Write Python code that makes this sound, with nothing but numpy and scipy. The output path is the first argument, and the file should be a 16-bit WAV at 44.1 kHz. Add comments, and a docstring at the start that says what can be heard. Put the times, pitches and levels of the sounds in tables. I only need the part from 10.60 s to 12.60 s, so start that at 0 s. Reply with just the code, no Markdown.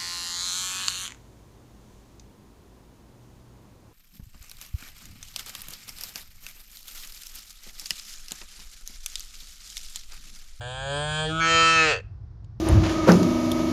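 """A paved yard at the edge of a wood, where a calf moos once, close by.
Its vocal folds send pulses through the throat: first a rising hum through the nose, then the lips part,
the mouth opens to a bright bleat, and the folds slacken into a slowing rattle. Ground and trees echo it.
Under it lie a low rumble and faint outdoor air; one tiny tick follows."""
import sys
import numpy as np
from scipy import signal
from scipy.fft import rfft, irfft, next_fast_len
from scipy.io import wavfile
from scipy.ndimage import map_coordinates

SR = 44100
rng = np.random.default_rng(int(sys.argv[2]) if len(sys.argv) > 2 else 0)


def digitize_waveform(pressure):
    """Quantize a signal to 16-bit integers and store it at the path in sys.argv[1].

    Rows of a 2-D input are taken as channels; values are limited to [-1, 1].
    """
    field = np.atleast_2d(pressure).T
    bounded = np.clip(field, -1, 1)
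    quanta = np.round(bounded * 32767).astype(np.int16)
    wavfile.write(sys.argv[1], SR, quanta)


N = 88200
SIZE = 2048  # samples in the sound of one pulse

# how fast the vocal folds open and close: t/s, f/Hz
FOLD_RATE = [(0.0, 119.8), (0.028, 121.1), (0.35, 143.8), (0.452, 150.3), (0.662, 157.2), (0.698, 158.3),
             (0.81, 163.3), (0.904, 164.4), (1.02, 163.8), (1.14, 163.6), (1.234, 159.3), (1.262, 155.7),
             (1.3, 149.8)]
SLACK_S, END_S = FOLD_RATE[-1][0], 1.405  # the folds go slack, then stop


def amp(db):
    """Turn decibels into a number to multiply by."""
    return 10 ** (np.asarray(db) / 20)


def unit(x):
    """Scale a sound to an average power of 1."""
    return x / np.sqrt(np.mean(x ** 2) + 1e-20)


def along(points, hz):
    """Read between (frequency, value) points, with octaves evenly spaced."""
    freqs, values = np.transpose(points)
    return np.interp(np.log(hz + 1), np.log(freqs + 1), values)


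def at(rows, t):
    """Read each column of a curve at the times t."""
    times, *columns = np.transpose(rows)
    return [np.interp(t, times, column) for column in columns]


def filtered(x, response):
    """Multiply each frequency in x by response(hz)."""
    size = next_fast_len(N + SR // 2)
    return irfft(rfft(x, size) * response(np.fft.rfftfreq(size, 1 / SR)), size)[:N]


def noise(colour):
    """Steady noise of power 1, shaped by (frequency, level) points."""
    return unit(filtered(rng.standard_normal(N), lambda hz: amp(along(colour, hz))))


def delay(hz, seconds):
    """A filter that makes a sound arrive later."""
    return np.exp(-2j * np.pi * hz * seconds)


def causal(gain):
    """Turn rows of gains into filters that ring only after a pulse (minimum phase)."""
    cepstrum = irfft(np.log(np.maximum(gain, 1e-6)))
    cepstrum[:, 1:SIZE // 2] *= 2
    cepstrum[:, SIZE // 2 + 1:] = 0
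    return np.exp(rfft(cepstrum))


def ring(hz, centre, width, db):
    """The boost in dB from a resonance: air that rings around one frequency."""
    return 10 * np.log10(1 + (amp(db) ** 2 - 1) / (1 + (2 * (hz - centre) / width) ** 2))


def fold_pitch(t):
    """The rate of the vocal folds in Hz; it sags once they go slack."""
    sag_hz_per_s = 880
    return np.maximum(at(FOLD_RATE, t)[0] - sag_hz_per_s * np.maximum(t - SLACK_S, 0), 50)


def moo(t):
    """Each time the vocal folds close, they send a pulse and a puff of breath through the throat."""
    # how hard the calf calls: t/s, relative level/dB
    effort = [(0.0, -40.5), (0.324, -31), (0.596, -28.5), (0.682, -33.5), (0.788, -28), (0.816, -21),
              (0.922, -18), (1.212, -19), (1.318, -20), (1.374, -33), (1.41, -47.5)]
    # hoarseness: t/s, breath level against the pulse/dB, timing scatter/ms
    roughness = [(0, -15, .02), (.3, -16, .012), (.6, -19, .006), (.9, -23, .003), (1.12, -22, .004),
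                 (1.22, -19, .01), (1.3, -15, .025), (1.4, -6, .2)]
    # colour of the breath: f/Hz, level/dB
    breath_colour = [(150, -13), (600, -7), (1500, 0), (3000, 2), (9000, 6)]
    voice_db, shimmer_db, puff_decay_s = -0.5, .2, .004
    lead = 192  # samples of room before each pulse for its soft start
    hz = np.fft.rfftfreq(SIZE, 1 / SR)
    pitch = fold_pitch(t)
    cycles = np.cumsum(pitch) / SR
    times = np.interp(np.arange(1, cycles[-1]), cycles, t)  # one pulse per cycle
    times = times[times < END_S]
    chance = rng.standard_normal((300, SIZE + 2))[:len(times)]
    jitter, shimmer, hiss = chance[:, 0], chance[:, 1], chance[:, 2:]
    breath_db, jitter_ms = at(roughness, times)
    starts = np.maximum(times + jitter_ms * jitter / 1000, 0) * SR
    pulses = -delay(hz, (starts % 1)[:, None] / SR)  # a pulse can fall between two samples
    fade = np.exp(-t[:SIZE] / puff_decay_s)
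    puffs = rfft(hiss * fade / np.linalg.norm(fade)) * amp(breath_db[:, None] + along(breath_colour, hz))
    strength = amp(at(effort, times)[0] + voice_db + shimmer_db * shimmer)
    strength *= np.sqrt(SR / np.interp(times, t, pitch))  # equal power at any pitch
    spectra = (pulses + puffs) * delay(hz, lead / SR) * throat(times, hz) * head_cavities(times, hz)
    waves = irfft(spectra) * strength[:, None]
    places = starts.astype(int)[:, None] + np.arange(SIZE)
    return np.bincount(places.ravel(), waves.ravel(), N + lead)[lead:N + lead]  # add up the pulses


def throat(times, hz):
    """Throat and mouth colour each pulse as they move from one shape to the next."""
    # colour of each mouth shape: f/Hz, relative level/dB
    nose = [(150, -18), (240, -20.5), (310, -16), (420, -14), (600, -3.5), (800, -6.5), (1200, -14),
            (1540, -16.5), (1690, -9), (1980, -33), (2430, -13), (2700, -19.5), (3150, -2.5), (3550, -12.5),
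            (3900, -20.5), (4950, -23), (5350, -58.5), (5750, -33.5), (6300, -34.5), (7050, -20.5),
            (7500, -25.5), (8500, -24), (9300, -34.5), (11000, -55)]
    parting = [(76, -26), (130, 2.5), (167, 3), (308, -13), (482, 0.5), (631, -15), (826, -10.5),
               (1180, -26), (1630, -13), (1790, -4), (2100, -34.5), (3230, -4.5), (3870, -16.5),
               (4630, -18), (5250, -34.5), (7130, -30.5), (9500, -33.5), (12400, -60.5), (20900, -120)]
    parted = [(76, -24), (130, 0), (322, -7), (481, -25), (667, -6.5), (892, -30), (1330, 0), (1540, -9),
              (1910, -45), (2340, -16), (2800, -22), (3300, -8), (4660, -38), (5200, -39.5), (6120, -38),
              (7080, -28), (10000, -45.5), (13000, -77.5), (22000, -120)]
    half_open = [(76, -29.5), (130, -6), (337, 1), (491, -23.5), (812, -13), (1060, -14.5), (1230, 5.5),
                 (1340, -0.5), (1690, 6), (1920, -24), (2260, 6.5), (2750, -20.5), (3290, -4),
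                 (3800, -32.5), (4310, -9.5), (4980, -34), (6520, -15.5), (7130, -41.5), (9500, -35.5),
                 (12400, -80.5), (20900, -120)]
    wide_open = [(160, 4.5), (330, 0), (500, -0.5), (660, 2), (850, -11), (1150, -7.5), (1600, -6),
                 (2300, -6), (3000, -12.5), (3500, -20), (3850, -13.5), (5000, -15), (6300, -13.5),
                 (7300, -14), (8500, -19), (9500, -41.5)]
    closing = [(150, -15.5), (300, -10), (600, -5), (850, -14.5), (1500, -2.5), (2300, -9.5), (3400, -12),
               (4300, -12.5), (5100, -18.5), (6400, -15.5), (8000, -23), (9500, -38)]
    # sharp peaks and dips of three of the shapes: f/Hz, width/Hz, boost/dB
    nose_rings = [(1582, 110, 14), (2935, 360, -8)]
    open_rings = [(1279, 40, 22.5), (1769, 77, 12.5), (2581, 42, 23.5), (3121, 25, 21.5), (4170, 250, 15),
                  (5510, 240, 8), (6900, 70, 10.5)]
    closing_rings = [(449.5, 51, 20.2), (1285.7, 90, 4.8), (1800, 200, 6.3), (2650, 170, 16),
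                     (4620, 530, 8)]
    # lips loosen, lips part, mouth half opens, opens wide, closes: midpoint t/s, length/s
    moves = [(0.659, 0.04), (0.696, 0.066), (0.8, 0.015), (0.851, 0.1), (1.238, 0.16)]
    shapes = [(nose, nose_rings), (parting, []), (parted, []), (half_open, []),
              (wide_open, open_rings), (closing, closing_rings)]
    colours = [along(base, hz) + sum(ring(hz, *row) for row in rings) for base, rings in shapes]
    t, db = times[:, None], colours[0]
    for (midpoint, length), colour in zip(moves, colours[1:]):
        progress = np.clip((t - midpoint) / length + .5, 0, 1)
        db = db + progress * (colour - db)
    # as the lips part, a resonance slides down with a dip below it
    slide_s, slide_length_s, slide_hz_per_s = .68, .025, 7500
    slide = np.exp(-((t - slide_s) / slide_length_s) ** 2)
    centre_hz = 1730 - slide_hz_per_s * (t - slide_s)
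    db += ring(hz, centre_hz, width=140, db=11 * slide)
    db -= ring(hz, centre_hz - 480, width=160, db=11 * slide)
    # slack folds close softly, so the treble fades first
    dull_db_per_s = 67.5 * np.log2(1 + hz / 2050)
    db -= dull_db_per_s * np.maximum(t - SLACK_S, 0)
    bass_cut_hz = 250
    gain = amp(np.maximum(db, -70)) / np.sqrt(1 + (bass_cut_hz / (hz + 1)) ** 12)
    power = np.mean(gain ** 2 * (hz > bass_cut_hz), axis=1, keepdims=True)
    return causal(gain / np.sqrt(power))  # every shape is equally strong


def head_cavities(times, hz):
    """Side cavities of the head spread each pulse in time and put ripples in its colour."""
    # scatter of travel time through the head: f/Hz, typical delay/ms
    smear = [(100, -2.5), (600, 1.8), (1300, 2), (2400, 5.5), (4500, 2.7), (9000, 2.7)]
    # how much the colour wavers: f/Hz, depth/dB
    waver = [(300, 4.95), (1500, 0.97), (4000, 2.5), (9000, 5)]
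    step_hz, step_s = 260.1, 0.08995  # spacing of the random grid
    grid = rng.standard_normal((120, 400))
    scatter = np.abs(map_coordinates(grid[-1], [hz / step_hz], mode="mirror"))
    delay_s = along(smear, hz) * scatter / 1000
    spread = np.exp(-2j * np.pi * np.cumsum(delay_s) * hz[1])
    places = np.meshgrid(times / step_s, hz / step_hz, indexing="ij")
    ripple = map_coordinates(grid, places, mode="mirror")
    return causal(amp(along(waver, hz) * ripple)) * spread


def chest(t):
    """Chest and throat give off a soft, clean tone at the pitch of the voice."""
    # strength of the tone: t/s, level/dB
    loudness = [(0, -40.5), (.2, -42.5), (.33, -37), (.56, -33.5), (.76, -32.5), (.88, -38.5),
                (1.24, -38.5), (1.32, -43.5), (1.38, -77)]
    tone = unit(-np.cos(2 * np.pi * np.cumsum(fold_pitch(t)) / SR))
    return amp(at(loudness, t)[0]) * (t < END_S) * tone


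def background():
    """A steady low rumble and faint outdoor air."""
    # colour of each noise: f/Hz, relative level/dB
    rumble = [(24, -42), (40, -1.5), (92, -3), (110, -1.5), (156, -16.5), (216, -24), (249, -43),
              (280, -63.5), (297, -38), (400, -43), (520, -59.5), (880, -120)]
    air = [(180, -36), (300, -6), (358, -11.5), (625, -20), (663, -13.5), (779, -17.5), (1320, -21.5),
           (2830, -37), (5320, -33), (10000, -63), (13000, -95), (22000, -120)]
    return amp(-41) * noise(rumble) + amp(-64.5) * noise(air)


def near_bounces(voice):
    """The voice bounces off the pavement and the calf's own side."""
    # the two bounces: delay/s, level/dB
    bounces = [(.0021, -16), (.0039, -12.5)]
    return filtered(voice, lambda hz: sum(amp(db) * delay(hz, seconds) for seconds, db in bounces))


def yard_echo(voice):
    """Ground and trees return a soft wash of echoes; each frequency dies at its own speed."""
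    # how long the yard rings: f/Hz, time to fade by 60 dB/s
    fade_times = [(200, 0.19), (1500, 0.42), (8000, 0.27)]
    hz, t, hiss = signal.stft(rng.standard_normal(SR * 3 // 4), SR, nperseg=256)
    fade = amp(-60 * t / along(fade_times, hz)[:, None])
    tail = signal.istft(hiss * fade, SR, nperseg=256)[1]
    return amp(-26) * signal.fftconvolve(voice, tail / np.linalg.norm(tail))[:N]


def tick(t):
    """One faint, dry tick: a burst of bright noise that dies at once."""
    # colour of the tick: f/Hz, relative level/dB
    colour = [(1000, -25), (2500, -9), (4600, 2), (5600, -12), (6700, 1), (8000, -18), (10000, -30)]
    start_s, decay_s = 1.845, .003
    age = t - start_s
    return amp(-56) * noise(colour) * (age > 0) * np.exp(-np.abs(age) / decay_s)


def scene():
    """The calf, the background, the echoes and the tick, in one channel."""
    t = np.arange(N) / SR
    voice = moo(t)
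    return (voice + chest(t) + background() + near_bounces(voice) + yard_echo(voice) + tick(t))[None]


def record(dry):
    """Cut away the highest treble."""
    top_hz = 10150
    return filtered(dry[0], lambda hz: hz < top_hz)[None]


dry = scene()
out = record(dry)
digitize_waveform(out)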